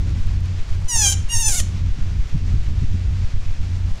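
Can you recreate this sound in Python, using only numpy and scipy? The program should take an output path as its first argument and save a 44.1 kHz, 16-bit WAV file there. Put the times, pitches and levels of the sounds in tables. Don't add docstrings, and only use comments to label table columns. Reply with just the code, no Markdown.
import sys
import numpy as np
from scipy import signal
from scipy.fft import rfft, irfft
from scipy.io import wavfile
from scipy.ndimage import uniform_filter1d

SR = 44100
rng = np.random.default_rng(int(sys.argv[2]) if len(sys.argv) > 2 else 0)


def generate_wav(sig):
    pcm = np.round(np.clip(np.atleast_2d(sig).T, -1, 1) * 32767).astype(np.int16)
    wavfile.write(sys.argv[1], SR, pcm)


N = 176400

# (time [s], pitch [Hz], level [dB], roughness [0-1], pinch of the throat [0-1])
SQUEALS = [
    [(.879, 1037, -51, 0.1, 0.1), (.886, 1001, -29, 0, 0.1), (.912, 972, -24, 0.1, 0.1),
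     (.944, 933.5, -19, .06, 0), (.963, 910, -16.5, 0.1, 0.15), (.975, 896.5, -19.5, 0.2, 0.2),
     (.998, 871, -17, 0.2, 0.3), (1.02, 852, -16, 0.22, 0.43), (1.03, 819, -17.5, 0.24, 0.1),
     (1.048, 818, -14.5, 0.26, 0.1), (1.058, 790.6, -15, 0.28, 0.2), (1.078, 791, -13.5, 0.14, 0),
     (1.096, 785.4, -19, 0.38, 0.4), (1.112, 775, -22.5, .5, 0.6), (1.128, 797, -18.5, 0.4, 0.35),
     (1.137, 752, -28.5, 1, 0.7)],
    [(1.288, 912, -46, 0.04, 0.03), (1.299, 937, -30.5, 0.14, 0), (1.339, 945.4, -19.5, 0, 0),
     (1.359, 908, -20.5, 0.03, 0), (1.371, 898.5, -18.5, 0.02, 0), (1.385, 919, -23.5, 0.2, 0.5),
     (1.401, 943, -20.5, .1, 0.1), (1.439, 869, -23, 0, 0), (1.467, 878.4, -17.5, .1, 0.05),
     (1.482, 875, -14.5, 0, 0.14), (1.492, 799, -21, 0.56, 0.2), (1.504, 807, -25, 0.7, 0.6),
     (1.52, 772, -21, 0.3, 0.5), (1.536, 701, -23, 0.26, 0.77), (1.552, 707, -21, 0.58, 0.85),
     (1.563, 761, -26.5, 0.26, 1), (1.59, 701, -20.5, 0.14, 0.5), (1.606, 598, -25, 1, 0.65)],
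]
# (frequency [Hz], gain [dB])
RASP_SPECTRUM = [(500, 3), (1500, -7), (2500, -6), (5000, 1), (12000, -4)]
RELEASE_S, WAVER_SHARE, FLUTTER_DB, FLUTTER_HZ = 0.0046, 0.0033, 1.5, 44.7
WOBBLE_SHARE, WOBBLE_HZ, JITTER_SHARE, SHIMMER_SHARE, HALF_TONE_DB = 0.022, 98, 0.016, 0.38, -18


def cry(t, rows):
    times, *columns = np.array(rows, float).T
    hz, db, rough, pinch = (np.interp(t, times, column) for column in columns)
    outside_s = np.maximum(times[0] - t, 0) + np.maximum(t - times[-1], 0)
    envelope = undb(db) * np.exp(-(outside_s / RELEASE_S) ** 2)
    on = outside_s < 3 * RELEASE_S
    shake = WOBBLE_SHARE * np.sin(2 * np.pi * WOBBLE_HZ * t + walk(22)) + JITTER_SHARE * walk(350)
    pitch = hz * (1 + WAVER_SHARE * walk(109) + rough * shake)
    phase = 2 * np.pi * np.cumsum(pitch) / SR
    order = np.arange(2, 53)[:, None] / 2
    partial_hz = order * hz[on]
    flutter = np.array([walk(FLUTTER_HZ)[on] for _ in order])
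    weight = throat(t[on], partial_hz, pinch[on]) * undb(FLUTTER_DB * flutter) * (partial_hz < SR / 2)
    weight[1::2] *= undb(HALF_TONE_DB) * np.sqrt(rough[on]) * walk(70)[on]
    partials = weight * np.sin(order * phase[on] + order ** 2 / 2)
    voice = np.zeros(N)
    voice[on] = partials.sum(0) / np.sqrt((weight ** 2).sum(0) / 2)
    rasp = (1 - pinch) * noise(OPEN_THROAT, RASP_SPECTRUM) + pinch * noise(PINCHED_THROAT, RASP_SPECTRUM)
    rasp *= 1 + 0.37 * np.cos(phase)
    shimmer = 1 + SHIMMER_SHARE * rough * walk(220)
    return envelope * (voice * shimmer + rough * rasp)


# (frequency [Hz], gain [dB])
OPEN_THROAT = [(700, -14.5), (1800, -16.5), (2500, -13.5), (3050, -8.5), (3700, -17.5), (4700, -15.5),
               (5600, -0.5), (6400, 3.5), (7100, -3), (7650, -14.5), (8600, -5.5), (9600, -10),
               (11000, -22), (12300, -23.5), (15500, -33)]
PINCHED_THROAT = [(700, -17), (1400, -18), (2200, -12), (2900, -10), (3500, -9.5), (4200, -11.5),
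                  (5500, -15.5), (6500, -9), (7050, 3), (7700, -11), (8900, -19.5), (10400, -12),
                  (12500, -25.5), (15500, -36)]
# (time [s], gain [dB])
RESONANCE_LIFT = [(.9, -1.5), (.95, 3), (1.015, -8), (1.03, 4), (1.09, 6), (1.135, 5.5), (1.305, 24),
                  (1.345, 0), (1.38, 3), (1.41, 7), (1.44, 3), (1.56, -10), (1.6, 6)]
TREBLE_LIFT = [(.92, 1.5), (.955, 3.5), (1, -2.5), (1.08, -1), (1.11, 7), (1.135, -2), (1.3, 3), (1.34, 3),
               (1.41, 6), (1.445, -2), (1.475, 4), (1.51, 5.5), (1.57, 5), (1.6, 5)]
RESONANCE_HZ, RESONANCE_WIDTH_HZ, TREBLE_HZ, TREBLE_EDGE_HZ = 3100, 570, 7840, 300


def throat(t, hz, pinch):
    shape = (1 - pinch) * gain_at(OPEN_THROAT, hz) + pinch * gain_at(PINCHED_THROAT, hz)
    peak = np.exp(-((hz - RESONANCE_HZ) / RESONANCE_WIDTH_HZ) ** 2)
    shelf = (1 + np.tanh((hz - TREBLE_HZ) / TREBLE_EDGE_HZ)) / 2
    return shape * undb(db_at(RESONANCE_LIFT, t) * peak + db_at(TREBLE_LIFT, t) * shelf)


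WOOD_DB, WOOD_T60_S, WOOD_DAMP_HZ = -17, .35, 6060
GROUND_DB, GROUND_DECAY_S, TRUNK_DB, TRUNK_DELAY_S = -10, 0.012, -22, 0.021


def trees(t, direct):
    wood = noise([(500, 0), (WOOD_DAMP_HZ, 0), (15000, -14)])
    wood *= undb(-60 * t / WOOD_T60_S) * (1 - np.exp(-t / 0.011))
    ground = rng.standard_normal(N) * np.exp(-t / GROUND_DECAY_S)
    response = (undb(WOOD_DB) * unit(wood) + undb(GROUND_DB) * unit(ground)) / np.sqrt(N)
    trunk = np.roll(uniform_filter1d(direct, size=3), int(TRUNK_DELAY_S * SR))
    return direct + undb(TRUNK_DB) * trunk + signal.fftconvolve(direct, response)[:N]


# (start [s], end [s])
HUM_LINES = [(90.1, -23.5), (61, -32), (120.3, -44.5), (148.2, -49), (181.2, -47)]
HUM_GAPS = [(.205, .255), (.6, .705), (.845, .945), (1.245, 1.345), (1.38, 1.462), (1.51, 1.585),
            (1.915, 2.012), (2.205, 2.325), (2.585, 2.675), (2.845, 2.886), (3.245, 3.34), (3.38, 3.465),
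            (3.51, 3.59), (3.915, 4.05)]
# (time [s], level [dB])
RUMBLE_SPECTRUM = [(15, 0.5), (40, 4.5), (80, -1.5), (120, -7.5), (170, -15), (250, -22.5), (400, -33),
                   (800, -53), (2000, -80)]
RUMBLE_COURSE = [(0, -16), (.6, -25), (1.2, -22), (1.85, -20.5), (2.25, -21.5), (2.36, -23), (2.6, -17),
                 (2.84, -20), (3, -21.5), (3.4, -22), (4, -24.5)]
OFF_THUMP_DB, OFF_THUMP_S, ON_THUMP_DB, ON_THUMP_S, RUMBLE_DIP_DB = -9.5, 0.0092, -10, 0.01, -6


def camera_hum(t):
    running, thumps = np.ones(N), np.zeros(N)
    for start, end in HUM_GAPS:
        running *= (t < start) | (t > end)
        thumps -= undb(OFF_THUMP_DB) * thump(t, start, OFF_THUMP_S)
        thumps += undb(ON_THUMP_DB) * thump(t, end, ON_THUMP_S)
    running = uniform_filter1d(running, size=500)
    hum = sum(np.sqrt(2) * undb(db) * np.sin(2 * np.pi * hz * t + 0.067 * walk(3.7))
              for hz, db in HUM_LINES)
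    rumble = noise(RUMBLE_SPECTRUM) * undb(db_at(RUMBLE_COURSE, t) + RUMBLE_DIP_DB * (1 - running))
    return hum * running + rumble + uniform_filter1d(thumps, size=200)


def thump(t, start, rise_s):
    age = np.maximum(t - start, 0) / rise_s
    return age * np.exp(1 - age)


# (frequency [Hz], gain [dB])
BUMP_HITS = [(1.986, -26), (2.357, -19.5), (2.45, -30), (2.532, -25), (2.728, -26), (2.835, -19),
             (2.95, -25)]
BUMP_S, BUMP_SPECTRUM = 0.016, [(50, -1.5), (150, 8.5), (260, -7), (400, -28), (800, -44), (2000, -76)]


def bumps(t):
    return noise(BUMP_SPECTRUM) * bells(t, BUMP_HITS, BUMP_S)


# (frequency [Hz], gain [dB])
CRACKLE_HITS = [(0.962, -30.5), (1.066, -28), (1.492, -32)]
CRACKLE_S, CRACKLE_SPECTRUM = 0.0028, [
    (300, -4.5), (550, -6), (750, 4.5), (1300, -13), (4000, -22), (9000, -17), (14500, -18)]


def crackles(t):
    return noise(CRACKLE_SPECTRUM) * bells(t, CRACKLE_HITS, CRACKLE_S)


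# (frequency [Hz], gain [dB])
HISS_SPECTRUM = [(400, -6), (600, -7), (1240, -8), (2290, -7.5), (4000, -11), (5820, -13), (7100, -17),
                 (9000, -27), (11800, -38), (14100, -39), (15500, -46)]


def camera_hiss(level_db=-45, waver_db=1):
    return noise(HISS_SPECTRUM) * undb(level_db + waver_db * walk(10))


# (frequency [Hz], gain [dB])
LEAF_COURSE = [(0, -56), (.3, -60), (.55, -65), (.8, -49.5), (1.3, -71), (2, -62), (2.5, -60), (3, -65),
               (3.75, -58.5), (4, -53.5)]
LEAF_GRAIN_DB, LEAF_SPECTRUM = 4.5, [
    (300, -0.5), (900, 7), (3000, -13.5), (7000, -7), (10500, -15.5), (15000, -31)]


def leaves(t):
    return noise(LEAF_SPECTRUM) * unit(undb(LEAF_GRAIN_DB * walk(120))) * undb(db_at(LEAF_COURSE, t))


# (frequency [Hz], gain [dB])
TICK_HITS = [(0.189, -42), (0.269, -33.5), (0.406, -38), (.458, -39), (.858, -38), (2.025, -39),
             (2.688, -43), (2.901, -41)]
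TICK_SPECTRUM = [(1500, -10), (4000, 6), (9000, -1), (15000, -14)]


def ticks(t, decay_s=.0009):
    envelope = sum(undb(db) * (t >= at) * np.exp(-np.abs(t - at) / decay_s) for at, db in TICK_HITS)
    return noise(TICK_SPECTRUM) * envelope


# (time [s], level [dB])
CHIRP_NOTES = [(2.286, -59), (2.642, -58)]


def chirps(t, peak_hz=7060, arch_hz=40, half_width_s=.015, overtone_db=-10):
    whistles = np.zeros(N)
    for at, db in CHIRP_NOTES:
        bell = np.exp(-((t - at) / half_width_s) ** 2)
        phase = 2 * np.pi * np.cumsum(peak_hz - arch_hz * (1 - bell)) / SR
        whistles += undb(db) * bell * (np.sin(phase) + undb(overtone_db) * np.sin(2 * phase))
    return whistles


def undb(db):
    return 10 ** (np.asarray(db) / 20)


def unit(x):
    return x / np.sqrt(np.mean(x ** 2))


def db_at(points, t):
    return np.interp(t, *np.array(points).T)


def gain_at(points, hz):
    f, db = np.array(points, float).T
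    return undb(np.interp(np.log(hz + 1), np.log(f), db))


def bells(t, rows, half_width_s):
    return sum(undb(db) * np.exp(-((t - at) / half_width_s) ** 2) for at, db in rows)


def noise(*colours):
    gain = np.prod([gain_at(c, np.fft.rfftfreq(N, 1 / SR)) for c in colours], axis=0)
    return unit(irfft(rfft(rng.standard_normal(N)) * gain, N))


def walk(hz):
    f = np.fft.rfftfreq(N, 1 / SR)
    return unit(irfft(rfft(rng.standard_normal(N)) / (1 + (f / hz) ** 4), N))


def scene():
    t = np.arange(N) / SR
    animal = trees(t, sum(cry(t, rows) for rows in SQUEALS))
    hiss = camera_hiss()
    small_noises = leaves(t) + ticks(t) + chirps(t) + bumps(t) + crackles(t)
    return (animal + hiss + camera_hum(t) + small_noises)[None]


CEILING, TOP_HZ = 0.68, 15600


def record(dry):
    rounded = CEILING * np.tanh(dry / CEILING)
    return signal.sosfilt(signal.ellip(10, .1, 80, TOP_HZ, fs=SR, output="sos"), rounded)


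dry = scene()
out = record(dry)
generate_wav(out)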